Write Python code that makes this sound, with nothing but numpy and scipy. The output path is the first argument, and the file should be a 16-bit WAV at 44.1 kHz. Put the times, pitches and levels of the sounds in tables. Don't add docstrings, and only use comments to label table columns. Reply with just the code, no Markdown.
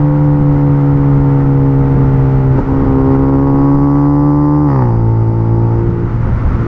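import sys
import numpy as np
from scipy import signal
from scipy.fft import rfft, irfft, next_fast_len
from scipy.io import wavfile
from scipy.ndimage import uniform_filter1d, minimum_filter1d

SR = 44100
rng = np.random.default_rng(int(sys.argv[2]) if len(sys.argv) > 2 else 0)


def wrap_up_sound(samples):
    columns = np.atleast_2d(samples).T
    tamed = np.clip(columns, -1, 1)
    steps = np.round(tamed * 32767).astype(np.int16)
    wavfile.write(sys.argv[1], SR, steps)


N = 294147
TIME = np.arange(N) / SR
THROTTLE_S, SHIFT_S, NEXT_GEAR_S = 2.65, 4.686, 4.8

# time_s, level_db
RUSH_LEVEL = [(0.1, -57.5), (1.18, -56), (1.6, -57.5), (1.95, -55.5), (3.12, -55), (4.31, -63.5),
              (5.44, -62.5), (6.67, -52.5)]
# time_s, thud_db, chuff_db, note_dip_db
THROTTLE_JOLTS = [(2.594, -17, -36, -8), (5.9, -36, -52, -0.5)]


def undb(db):
    return 10 ** (np.asarray(db) / 20)


def curve(rows):
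    return np.interp(TIME, *np.transpose(rows))


def gain_at(spectrum, hz):
    points_hz, db = np.transpose(spectrum)
    return undb(np.interp(np.log(np.maximum(hz, 1)), np.log(points_hz), db))


def unit(x):
    return x / np.sqrt(np.mean(x ** 2))


def noise(spectrum):
    size = next_fast_len(N)
    white = rfft(rng.standard_normal(size))
    gains = gain_at(spectrum, np.fft.rfftfreq(size, 1 / SR))
    return unit(irfft(white * gains, size)[:N])


def band(x, hz, width_hz):
    return signal.lfilter(*signal.iirpeak(hz, hz / width_hz, fs=SR), x)


def ring(x, modes):
    return unit(sum(undb(db) * band(band(x, hz, width_hz), hz, width_hz) for hz, width_hz, db in modes))


def walk(rate_hz):
    hold = int(SR / rate_hz)
    steps = np.repeat(rng.standard_normal(N // hold + 1), hold)[:N]
    return unit(uniform_filter1d(uniform_filter1d(steps, hold), hold))


def pulses(cycles, scatter_db):
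    starts = np.flatnonzero(np.diff(np.floor(cycles)) > 0)
    clicks = np.zeros(N)
    clicks[starts] = undb(scatter_db * rng.standard_normal(len(starts)))
    return clicks


def burst(peak_s, rise_s=0.022, decay_s=0.021):
    return np.exp(np.minimum((TIME - peak_s) / rise_s, (peak_s - TIME) / decay_s))


def swell(peak_s, half_s):
    return np.exp(-((TIME - peak_s) / half_s) ** 2)


def by_load(light, pull, gear, blend_s=0.08):
    pulling, shifted = (np.clip((TIME - s) / blend_s + .5, 0, 1) for s in (THROTTLE_S, NEXT_GEAR_S))
    return light + pulling * (pull - light) + shifted * (gear - pull)


def load_db(part):
    # boom_db, drone_db, growl_db, rasp_db, gas_db
    light_throttle = (-10, -15.5, -24, -26, -47.5)
    # start_s, settle_s, boom_db, drone_db, growl_db, rasp_db, gas_db
    loads = [(1.7, 0.63, -10, -21.5, -26.5, -26, -49.5), (2.58, 0.039, -17.5, -15, -25.5, -22.5, -42),
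             (2.86, 0.1, -13, -10.5, -20.2, -17.5, -38), (3.3, 0.29, -11, -9.5, -25, -17, -34.5),
             (4.67, 0.041, -9.5, -23, -20, -17.5, -33.5), (4.82, 0.12, -11, -27, -23.5, -27, -40),
             (5.35, .2, -12, -25.5, -20.5, -25, -39.5), (5.79, .08, -17, -37, -22, -34.5, -49),
             (6.02, 0.14, -16, -37, -38.5, -34, -49), (6.46, 0.064, -22.5, -33, -25, -42, -48)]
    column = ("boom", "drone", "growl", "rasp", "gas").index(part)
    db = np.full(N, float(light_throttle[column]))
    for start_s, settle_s, *levels_db in loads:
        settled = 1 - np.exp(-np.maximum(TIME - start_s, 0) / settle_s)
        db += (levels_db[column] - db) * settled
    return db


def late_ignition(rise_s=.003, hold_s=.08, fade_s=.14):
    since_s = TIME - SHIFT_S
    return np.exp(np.minimum(since_s, 0) / rise_s - (np.maximum(since_s - hold_s, 0) / fade_s) ** 2)


def road(above_rush_db=25, flicker_db=0.57):
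    # frequency_hz, level_db
    road_spectrum = [(150, -3.5), (500, -0.5), (680, -4), (900, -0.5), (1380, 1), (1680, -9.5),
                     (1950, -7.5), (2500, -19), (2850, -21.5), (3100, -24.5), (3700, -29), (5500, -33),
                     (7000, -39.5), (10000, -56.5), (13000, -81)]
    return undb(curve(RUSH_LEVEL) + above_rush_db + flicker_db * walk(45)) * noise(road_spectrum)


def wind(above_rush_db=37.5, growth_db_per_s=0.68, flutter_db=2):
    # frequency_hz, level_db
    wind_spectrum = [(8, -11), (18, 0.5), (50, -0.5), (100, -3.5), (170, -7), (260, -13.5), (400, -25),
                     (700, -33), (1500, -53.5), (4000, -90.5), (10000, -120)]
    # peak_s, half_length_s, level_db
    slaps = [(1.99, 0.057, -15.5), (2.579, 0.039, -15), (2.84, 0.047, -15), (2.987, .035, -16.5),
             (6.28, 0.017, -17), (6.443, 0.019, -22), (6.55, 0.018, -21), (6.643, 0.024, -28)]
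    # frequency_hz, level_db
    slap_spectrum = [(30, -13.5), (90, 4), (280, 0), (450, -11.5), (900, -22), (1800, -30), (4000, -71.5),
                     (10000, -110)]
    rumble_gain = undb(curve(RUSH_LEVEL) + above_rush_db + growth_db_per_s * TIME)
    rumble = unit(noise(wind_spectrum) * undb(flutter_db * walk(35)))
    slap_gain = sum(undb(db) * swell(peak_s, half_s) for peak_s, half_s, db in slaps)
    return rumble_gain * rumble + slap_gain * noise(slap_spectrum)


def gas_flow(turns, puff_cycles=0.39, steady_flow=0.26):
    # centre_hz, width_hz, level_db
    tailpipe_modes = [(416, 280, -8.5), (861, 78, 6.5), (1240, 200, -7), (1940, 210, -16), (4950, 760, -26),
                      (5510, 1000, -32)]
    puffs = steady_flow + np.exp(-(2 * turns % 1) / puff_cycles)
    chuffs = sum(undb(db) * burst(time_s) for time_s, _, db, _ in THROTTLE_JOLTS)
    return (undb(load_db("gas")) + chuffs) * ring(puffs * rng.standard_normal(N), tailpipe_modes)


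def uneven_burning(turns, steady_db=-43.5, linger_db=-7, linger_s=0.2):
    # centre_hz, width_hz, level_db
    silencer_modes = [(284, 21, -0.5), (445, 150, -7.0), (893, 170, -13)]
    firings = pulses(2 * turns, scatter_db=1.0) * rng.standard_normal(N)
    thuds = sum(undb(db) * (burst(time_s) + undb(linger_db) * burst(time_s, decay_s=linger_s))
                for time_s, db, _, _ in THROTTLE_JOLTS)
    return (undb(steady_db) + thuds) * ring(firings, silencer_modes)


def cracks(turns, level_db=-18.5, front_hz=2150, weak_db=-10, lag_turns=.06, jitter_turns=.005):
    # centre_hz, width_hz, level_db
    crack_modes = [(190, 100, 9), (455, 220, -3.5), (900, 246, 8), (1123, 160, -6), (1820, 230, -9),
                   (5050, 660, -5)]
    late_turns = turns - lag_turns + jitter_turns * walk(120)
    blows = pulses(late_turns, scatter_db=3.0) + undb(weak_db) * pulses(late_turns + .5, scatter_db=1.5)
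    fronts = signal.sosfilt(signal.butter(4, front_hz, fs=SR, output="sos"), blows)
    return undb(level_db) * late_ignition() * ring(fronts, crack_modes)


def growl_and_rasp(crank_hz, angle, waver_db=1.22):
    # crank_multiple, light_throttle_db, pulling_db, next_gear_db
    orders = [(1, -8, 2.5, -0.5), (3, -4.5, -0.5, 4.5), (5, -6.5, -2.5, 2), (6, 0.5, 4.5, -0.5),
              (7, 4.5, 3, -8), (8, -8, -1, -2), (9, 3, -6.5, -2), (10, 8.5, 4, -10), (11, 8.5, 4.5, 0),
              (12, 8.5, 7, 4.5), (13, 9.5, 2.5, 5), (14, 0.5, 7.5, 2), (15, 3.5, 0, 7.5),
              (16, -7.5, 5, 10.5)]
    # frequency_hz, gain_db
    pipe_response = [(70, -2.5), (290, -8.5), (348, 1.5), (400, -1), (438, -10.5), (475, -6.5), (580, -6.5),
                     (670, -24), (780, -19), (880, -16.5), (990, -20), (1120, -17), (1450, -33.5),
                     (2100, -42)]
    firing_db, between_db = (-4, 3.5, 0.5), (-4.5, -10, -5)
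    high_orders = [(order, *(between_db if order % 2 else firing_db)) for order in range(17, 29)]
    growl_db, rasp_db = load_db("growl"), load_db("rasp")
    phase_spread = by_load(1, 0.34, 0.78)
    stack = 0
    for order, *order_db in orders + high_orders:
        db = (growl_db if order < 9 else rasp_db) + by_load(*order_db) + waver_db * walk(14)
        amplitude = undb(db) * gain_at(pipe_response, order * crank_hz)
        stack += amplitude * np.cos(order * angle + phase_spread * rng.uniform(-np.pi, np.pi))
    for hz, width_hz in ((400, 90), (950, 850)):
        stack = stack - 2 * band(stack, hz, width_hz)
    return stack


def exhaust_note(crank_hz, turns, waver_db=.5, jitter_turns=0.0024, bass_lag_turns=0.14, duck=0.31):
    angle = 2 * np.pi * (turns + jitter_turns * walk(70))
    bass_angle = angle - 2 * np.pi * bass_lag_turns
    boom = undb(load_db("boom") + waver_db * walk(30)) * np.cos(2 * bass_angle)
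    drone = undb(load_db("drone") + waver_db * walk(30)) * np.cos(4 * bass_angle)
    stack = growl_and_rasp(crank_hz, angle) * (1 - duck * late_ignition())
    dip_db = sum(db * swell(time_s + 0.034, half_s=0.046) for time_s, _, _, db in THROTTLE_JOLTS)
    return np.sqrt(2) * undb(dip_db) * (boom + drone + stack)


def scene():
    # time_s, rotation_hz
    crank_speed = [(0.0, 73), (0.2, 73.45), (0.59, 71.52), (2.55, 66.26), (2.62, 65.59), (2.67, 67.34),
                   (2.82, 67.89), (2.97, 66.56), (4.31, 72.74), (4.64, 74.13), (4.9, 57.47), (5.16, 55.76),
                   (5.85, 57.6), (6.17, 56.87), (6.24, 57.83), (6.67, 56.8)]
    crank_hz = curve(crank_speed)
    turns = np.cumsum(crank_hz) / SR
    turns -= np.interp(SHIFT_S, TIME, turns)
    engine = exhaust_note(crank_hz, turns) + gas_flow(turns) + uneven_burning(turns) + cracks(turns)
    return (engine + wind() + road())[None]


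def record(dry, ceiling=0.99, fade_s=.002, cutoff_hz=15600):
    allowed = np.minimum(1, ceiling / (np.abs(dry) + 1e-9))
    held = minimum_filter1d(allowed, size=800)
    gain = uniform_filter1d(uniform_filter1d(held, size=400), size=400)
    fade = np.minimum(1, np.minimum(TIME, TIME[::-1]) / fade_s)
    low_pass = signal.ellip(8, .2, 70, cutoff_hz, fs=SR, output="sos")
    return signal.sosfilt(low_pass, dry * gain * fade)


dry = scene()
out = record(dry)
wrap_up_sound(out)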